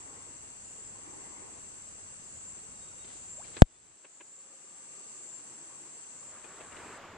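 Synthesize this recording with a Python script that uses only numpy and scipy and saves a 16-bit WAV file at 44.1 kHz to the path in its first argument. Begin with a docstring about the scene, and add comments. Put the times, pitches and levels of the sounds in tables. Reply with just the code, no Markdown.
"""Rainforest river with cicadas

A cicada chorus (noise in body resonances) shrills over far water (noise and damped bubble sines). One insect
repeats three rising notes; small splashes, a gliding chirp and faint held tones pass. A knock on the camera, a
damped push, overloads it: its bass thins and its gain creeps back up. Near the end the scene changes: closer
rapids fade in while the far water and the cicadas fade away."""
import sys
import numpy as np
from scipy import signal
from scipy.fft import rfft, irfft, next_fast_len
from scipy.io import wavfile
from scipy.ndimage import uniform_filter1d, map_coordinates

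SR = 44100
rng = np.random.default_rng(int(sys.argv[2]) if len(sys.argv) > 2 else 0)


def to_wav(s):
    """Save 16-bit WAV."""
    ch = np.atleast_2d(s).T  # columns
    pcm = np.round(np.clip(ch, -1, 1) * 32767)  # PCM
    wavfile.write(sys.argv[1], SR, pcm.astype(np.int16))


N = 316197  # samples

# source levels are those ahead of the wind filter and gain control


def amp(db):
    """Decibels to gain."""
    return 10 ** (np.asarray(db) / 20)


def unit(x):
    """Scaled to rms 1 over all channels."""
    return x / np.sqrt(np.mean(x ** 2) + 1e-20)


def clock():
    """The time of every sample in seconds."""
    return np.arange(N) / SR


def ramp(start_s, length_s):
    """Rises from 0 to 1 over length_s."""
    return np.clip((clock() - start_s) / length_s, 0, 1)


def along(points, hz):
    """(Hz, value) points read on a log frequency axis."""
    f, v = np.transpose(points)
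    return np.interp(np.log(hz + 1), np.log(f), v)


def wobble(rate_hz):
    """A smooth random curve, rate_hz knots a second."""
    knots = rng.standard_normal(int(N * rate_hz / SR) + 4)
    return map_coordinates(knots, [clock() * rate_hz])


def filtered(x, response):
    """x times a zero-phase response of frequency."""
    size = x.shape[-1]
    padded = next_fast_len(size + 8192)
    spectrum = rfft(x, padded) * response(np.fft.rfftfreq(padded, 1 / SR))
    return irfft(spectrum, padded)[..., :size]


def coloured(x, spectrum):
    """x shaped by (Hz, dB) points, at rms 1."""
    return unit(filtered(x, lambda hz: amp(along(spectrum, hz))))


def humps(modes, hz):
    """Gain of steep resonances whose powers add."""
    power = 0
    for centre_hz, width_hz, db in modes:
        power = power + amp(db) ** 2 / (1 + ((hz - centre_hz) / width_hz) ** 2) ** 3
    return np.sqrt(power)


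def pan(left_right_db):
    """Channel gains for a left-right difference."""
    return amp([[left_right_db / 2], [-left_right_db / 2]])


def left_right(mid, side):
    """Mid and side to left and right."""
    return np.array([mid + side, mid - side])


def spread(pair, likeness):
    """Mixes two unrelated signals to a given left-right correlation."""
    turn = np.arccos(np.clip(likeness, -1, 1)) / 2
    return left_right(np.cos(turn) * pair[0], np.sin(turn) * pair[1])


def patchy(depth_db):
    """Two noises with patches of gain that drift over time and frequency."""
    z = signal.stft(rng.standard_normal((2, N)), nperseg=512)[2]
    across_hz = uniform_filter1d(rng.standard_normal(z.shape), size=4, axis=1)
    field = uniform_filter1d(across_hz, size=10, axis=2)
    noise = signal.istft(z * amp(depth_db * unit(field)), nperseg=512)[1]
    return unit(noise[:, :N])


def bubbles(count, centre_hz, cycles, scatter_db):
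    """Small bubbles: short damped sines that rise in pitch."""
    u = rng.random((count, 4))
    t = np.arange(SR // 50) / SR
    hz = centre_hz * 2 ** (2 * (u[:, 1:2] + u[:, 2:3] - 1))
    age = t * hz / cycles  # in decay times
    size = amp(-scatter_db * np.log(1 - .99 * u[:, 3:]))
    ring = size * np.exp(-age) * np.sin(2 * np.pi * hz * t * (1 + .04 * np.minimum(age, 4)))
    where = (u[:, :1] * N).astype(int) + np.arange(len(t))
    return unit(np.bincount(where.ravel(), ring.ravel(), N)[:N])


def burst(start_s, rise_s, t60_s):
    """An envelope that swells from start_s and dies away."""
    t = np.maximum(clock() - start_s, 0)
    return np.minimum(t / rise_s, 1) * amp(-60 * np.maximum(t - rise_s, 0) / t60_s)


def forest(x):
    """The diffuse answer of the trees: decaying noise, different at each ear."""
    # columns: frequency_hz, t60_s
    decay = [(200, .4), (2000, .6), (8000, 0.42), (14000, .2)]
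    hz, t, z = signal.stft(rng.standard_normal((2, SR // 2)), SR, nperseg=256)
    fade = amp(-60 * t / along(decay, hz)[:, None])
    tail = signal.istft(z * fade, SR, nperseg=256)[1]
    return signal.fftconvolve(x[None], tail / np.linalg.norm(tail[0]), axes=1)[:, :N]


def crossfade(start_s=6.064, length_s=0.86):
    """The crossfade between the two scenes: 0 at the far reach of the river, 1 at the rapids."""
    return ramp(start_s, length_s)


def cicadas(level_db=-48, flutter_db=0.08, edge_hz=9330, left_db=2.0, end_s=6.975,
            after_db=-64, recede_db=6):
    """Countless tymbal clicks merge into noise in the resonances of the insects' bodies."""
    # body resonances: centre_hz, width_hz, relative_db
    tymbals = [(2766, 100, -19.5), (4490, 260, -22.5), (5095, 100, -20), (5790, 260, -21.5),
               (6317, 330, -13), (7200, 380, -13), (7547, 320, -3), (7840, 20, -2.5), (7936, 350, -7),
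               (8930, 280, -13), (9240, 150, -23)]
    body = lambda hz: humps(tymbals, hz) / np.sqrt(1 + (hz / edge_hz) ** 160)
    chorus = unit(filtered(spread(patchy(depth_db=0.3), -0.2), body))
    flutter = amp(flutter_db * wobble(70) + 0.26 * wobble(5.74))
    singing = (1 - ramp(end_s, 0.0082)) * amp(level_db - recede_db * crossfade())
    # a thinner, more distant chorus stays beside the rapids
    thin_body = lambda hz: humps([(6900, 700, -2), (7640, 350, 0)], hz)
    distant = unit(filtered(rng.standard_normal((2, N)), thin_body))
    return chorus * flutter * singing * pan(left_db) + distant * amp(after_db) * crossfade()


def lone_insect(direct_db=-10.5, echo_db=-4.0, overlap=1.6):
    """Three thin notes, each a step higher and purer, run together and smeared by the trees."""
    # calls: start_s, level_db (ahead of the direct and echo gains), note_spacing_s, reference_pitch_hz
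    calls = [(0.607, -49.5, 0.089, 7324), (2.245, -49, 0.086, 7340), (3.11, -48.5, .088, 7370),
             (4.075, -48, 0.099, 7315), (5.072, -50.5, .092, 7350), (6.081, -52, 0.078, 7320)]
    # steps of a call: offset_hz from the reference pitch, rasp_hz, relative_db
    notes = [(-265, 64, -2), (-140, 48, .5), (1, 22, 3.5)]
    t, song = clock(), np.zeros(N)
    for start_s, db, spacing_s, reference_hz in calls:
        for step, (offset_hz, rasp_hz, note_db) in enumerate(notes):
            u = ((t - start_s) / spacing_s - step) / overlap  # 0-1 through the note
            on = (u > 0) & (u < 1)
            rasp = map_coordinates(rng.standard_normal(100), [u[on] * spacing_s * 300])
            phase = 2 * np.pi * np.cumsum(reference_hz + offset_hz + rasp_hz * rasp) / SR
            song[on] += amp(db + note_db) * np.sqrt(2 * np.sin(np.pi * u[on])) * np.sin(phase)
    return (amp(direct_db) * song + amp(echo_db) * forest(song)) * pan(2.2)


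def rapids(level_db=-49, bubble_share=0.31, churn_db=1.3):
    """Close water: dense bubbles straight ahead, with wider spray; it fades in as the scene changes."""
    # spectrum: frequency_hz, relative_db
    near_water = [(50, -15), (180, -3.5), (330, 0.5), (650, -3.5), (1150, 0), (1700, -1.5), (2500, -6.5),
                  (3500, -12.5), (5500, -20), (8000, -34.5), (12000, -30), (15500, -30.5)]
    flow = patchy(depth_db=1.4)
    flow[0] += bubble_share * bubbles(count=5000, centre_hz=1091, cycles=9.1, scatter_db=2.0)
    width = lambda hz: along([(300, .25), (1300, 0.26), (3000, 0.32), (6000, 1.0)], hz)
    water = coloured(left_right(flow[0], filtered(flow[1], width)), near_water)
    return water * crossfade() * amp(level_db + churn_db * wobble(9))


def river(level_db=-58.5, bubble_share=0.22, recede_db=4):
    """Far water: a wide, steady wash with a fine gurgle."""
    # spectrum: frequency_hz, relative_db
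    far_water = [(60, -33), (160, -3), (330, -1.5), (600, -5.5), (1100, -6), (1500, -7), (2200, -8),
                 (3300, -12), (5300, -16.5), (8500, -15), (10000, -55), (15000, -60.5)]
    # left-right correlation: frequency_hz, likeness
    water_alike = [(150, .3), (450, -0.031), (1000, -0.041), (2200, -0.23), (4500, -.12)]
    gurgle = np.array([bubbles(count=2500, centre_hz=1209, cycles=5.6, scatter_db=1.5) for _ in range(2)])

    def mid_side_gains(hz):
        """Gains that set the correlation at each frequency."""
        turn = np.arccos(np.clip(along(water_alike, hz), -1, 1)) / 2
        return np.array([np.cos(turn), np.sin(turn)])

    mid, side = filtered(patchy(depth_db=1.1) + bubble_share * gurgle, mid_side_gains)
    wash = coloured(left_right(mid, side), far_water)
    return wash * amp(level_db - recede_db * crossfade()) * pan(1.1)


def surges():
    """Now and then a duller rush swells and sinks under the wash."""
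    # swells: crest_s, half_length_s, level_db
    swells = [(.03, 0.6, -57), (1.285, 0.68, -55), (5.683, 0.55, -60.5)]
    # spectrum: frequency_hz, relative_db
    dull_rush = [(80, -24.5), (180, -6.5), (330, 2.5), (650, -9), (1050, -2), (1500, -14.5), (2100, -11.5),
                 (3200, -34), (8000, -53)]
    rush = coloured(spread(patchy(depth_db=3.5), .1), dull_rush)
    swell = sum(amp(db) * np.sin(np.pi * ramp(crest_s - half_s, 2 * half_s)) ** 2
                for crest_s, half_s, db in swells)
    return rush * swell * pan(.8)


def splashes(dull_hz=2600, bubble_t60_s=.049):
    """Short sprays of droplets, some dulled in the treble; some trap a bubble that rings briefly."""
    # events: start_s, level_db, rise_s, t60_s, brightness (0-1), left_right_db, bubble_hz,
    # bubble_strength (0 = none)
    events = [(3.04, -54.5, .0035, .16, 0.9, 4, 0, 0), (3.074, -57, .025, .75, 1, 4.5, 0, 0),
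              (3.44, -55, .008, 0.57, 0.8, 3, 2360, 0.99), (3.53, -57, .018, .5, .6, 8, 8, 0),
              (3.566, -42, .0027, 0.068, .5, 1.5, 2500.5, 0.55),
              (6.441, -48, .0038, 0.08, .15, 7.5, 2481, 0.63),
              (6.604, -46.3, .005, 0.092, 0.1, 4, 2629.5, .55), (6.645, -55, 0.0037, 0.039, 0, 5, 0, 0),
              (6.72, -49, 0.0036, 0.062, 0.2, 6, 2797, .7), (6.765, -47, .004, .049, 0.5, 3, 2902, 0.56)]
    # spectrum: frequency_hz, relative_db
    spray_spectrum = [(100, -19), (300, 6.5), (1200, -3), (2700, -1.5), (4000, 0), (7000, -14.5),
                      (10000, -40.5), (14000, -43)]
    grains = rng.standard_normal((2, N)) * amp(2.5 * wobble(500))
    spray = spread(coloured(grains, spray_spectrum), 0.22)
    dull = unit(filtered(spray, lambda hz: 1 / (1 + (hz / dull_hz) ** 4)))
    out = np.zeros((2, N))
    for start_s, db, rise_s, t60_s, bright, left_right_db, bubble_hz, strength in events:
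        droplets = burst(start_s, rise_s, t60_s) * (bright * spray + (1 - bright) * dull)
        ring = burst(start_s, 0.0027, bubble_t60_s) * np.sin(2 * np.pi * bubble_hz * clock())
        out += amp(db) * (droplets + strength * ring) * pan(left_right_db)
    return out


def chirp(start_s=3.377, length_s=.058, start_hz=560, end_hz=2000, level_db=-51.5, fade_db=6.5):
    """One quick whistle that sweeps upward ever faster."""
    u = ramp(start_s, length_s)
    hz = start_hz * (end_hz / start_hz) ** (u ** 1.7)
    envelope = amp(level_db - fade_db * u) * np.sqrt(2 * np.abs(np.sin(np.pi * u)))
    tone = envelope * np.sin(2 * np.pi * np.cumsum(hz) / SR)
    return tone * pan(1.1) + amp(-17.5) * forest(tone)


def knock(start_s=3.62037, left_db=30.0, right_db=21.5, left_s=.00062, right_s=0.00027,
          jolt_db=29.5, jolt_s=0.00048, coupling_hz=34.7, lag_s=.0001):
    """A knock pushes both microphone capsules; the nearer one is first jolted the other way."""
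    t = np.maximum(clock() - start_s, 0)
    push = lambda db, u: amp(db) * np.maximum(u, 0) * np.exp(1 - u)
    left = push(left_db, t / left_s) - push(jolt_db, t / jolt_s)
    right = push(right_db, (t - lag_s) / right_s)
    # the input passes no steady pressure, so the push swings back as a thump
    high_pass = signal.butter(2, coupling_hz, "high", fs=SR)
    return signal.lfilter(*high_pass, np.array([left, right]))


def handling(tap_db=-15):
    """Fingers tick on the camera's case: a dry tap and the ring of the shell."""
    # ticks: start_s, level_db, left_right_db
    ticks = [(4.040, -41, 2), (4.199, -41.5, 2)]
    # shell resonances: centre_hz, width_hz, relative_db
    shell = [(353, 43, 3.5), (567, 52, 2), (980, 160, -5), (1598, 216, -8), (2560, 660, -7.5),
             (3300, 950, -26)]
    ring = unit(filtered(spread(rng.standard_normal((2, N)), 0.6), lambda hz: humps(shell, hz)))
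    tap = amp(tap_db) * coloured(rng.standard_normal(N), [(4000, 0), (10000, -35)])
    envelope = sum(amp(db) * burst(start_s, rise_s=0.012, t60_s=0.056) * pan(left_right_db)
                   for start_s, db, left_right_db in ticks)
    return (ring + tap) * envelope


def held_tones(fade_s=0.049):
    """Faint, unsteady hums and whines: narrow bands of noise that come and go."""
    # tones: start_s, end_s, pitch_hz, width_hz, level_db
    tones = [(2.68, 3.08, 3765, 20, -74), (3.68, 3.841, 3520, 22, -69), (4.285, 5.905, 343.4, 35, -74),
             (4.3, 5.0, 527, 25, -70.5), (4.302, 5.248, 1194, 39, -71), (5.05, 6.247, 133, 20, -67)]
    t, out = clock(), np.zeros(N)
    for start_s, end_s, pitch_hz, width_hz, db in tones:
        line = unit(filtered(rng.standard_normal(N), lambda hz: humps([(pitch_hz, width_hz, 0)], hz)))
        out += amp(db) * line * np.clip(np.minimum(t - start_s, end_s - t) / fade_s, 0, 1)
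    return out


def rumble(level_db=-63.5):
    """Low, uneven noise, nearly the same at both ears."""
    # spectrum: frequency_hz, relative_db
    air_spectrum = [(15, -10.5), (45, -5.5), (90, 0.5), (150, -4), (260, -9.5), (600, -37.5), (2000, -89)]
    air = coloured(spread(rng.standard_normal((2, N)), .88), air_spectrum)
    return air * amp(level_db + 1.1 * wobble(7.6)) * pan(.9)


def scene():
    """Forest, water and the knocks and ticks on the camera."""
    animals = cicadas() + lone_insect() + chirp()
    water = rapids() + river() + surges() + splashes()
    return animals + water + knock() + handling() + held_tones() + rumble()


def wind_filter(x, trip_level=.5, delay_s=0.326, hold_s=2.08, release_s=1.0, corner_hz=1250,
                low_cut_hz=215, cut_db=-20):
    """Shortly after the first strong peak, cuts the bass and narrows the low range for a while."""
    tripped_s = np.argmax(np.abs(x).max(axis=0) > trip_level) / SR + delay_s
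    engaged = ramp(tripped_s, .02) - ramp(tripped_s + hold_s, release_s)
    mid, side = (x[0] + x[1]) / 2, (x[0] - x[1]) / 2
    bass_cut = lambda hz: np.maximum(hz ** 2 / np.hypot(hz ** 2, low_cut_hz ** 2), amp(cut_db))
    lean = filtered(mid, bass_cut)
    thin = filtered(side, lambda hz: hz / np.hypot(hz, corner_hz))
    return left_right(mid + engaged * (lean - mid), side + engaged * (thin - side))


def gain_control(x, slow_threshold_db=-12.5, slow_release_db_per_s=9.1, fast_threshold_db=-19,
                 fast_release_db_per_s=90, smoothing_s=0.0095):
    """An overload turns the gain down; it recovers quickly at first, then slowly."""
    t = clock()
    level_db = 20 * np.log10(np.clip(np.abs(x).max(axis=0), 1e-6, 1))
    held = lambda release: np.maximum.accumulate(level_db + release * t) - release * t
    slow_db = held(slow_release_db_per_s) - slow_threshold_db
    fast_db = held(fast_release_db_per_s) - fast_threshold_db
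    cut_db = np.maximum(0, np.maximum(slow_db, fast_db))
    keep = np.exp(-1 / (smoothing_s * SR))
    return x * amp(-signal.lfilter([1 - keep], [1, -keep], cut_db))


def record(dry, hiss_db=-70, top_hz=15700):
    """Wind filter, gain control, the camera's own hiss, clipping at full scale and its band limit."""
    # hiss spectrum: frequency_hz, relative_db
    preamp = [(80, -22.5), (180, -11.5), (330, -1), (1000, -5.5), (4000, -9), (8500, -16), (10000, -60)]
    hiss = amp(hiss_db) * coloured(spread(rng.standard_normal((2, N)), 0.52), preamp)
    clipped = np.clip(gain_control(wind_filter(dry)) + hiss, -1, 1)
    return filtered(clipped, lambda hz: (hz < top_hz) / np.sqrt(1 + (hz / 11800) ** 14))


dry = scene()
out = record(dry)
to_wav(out)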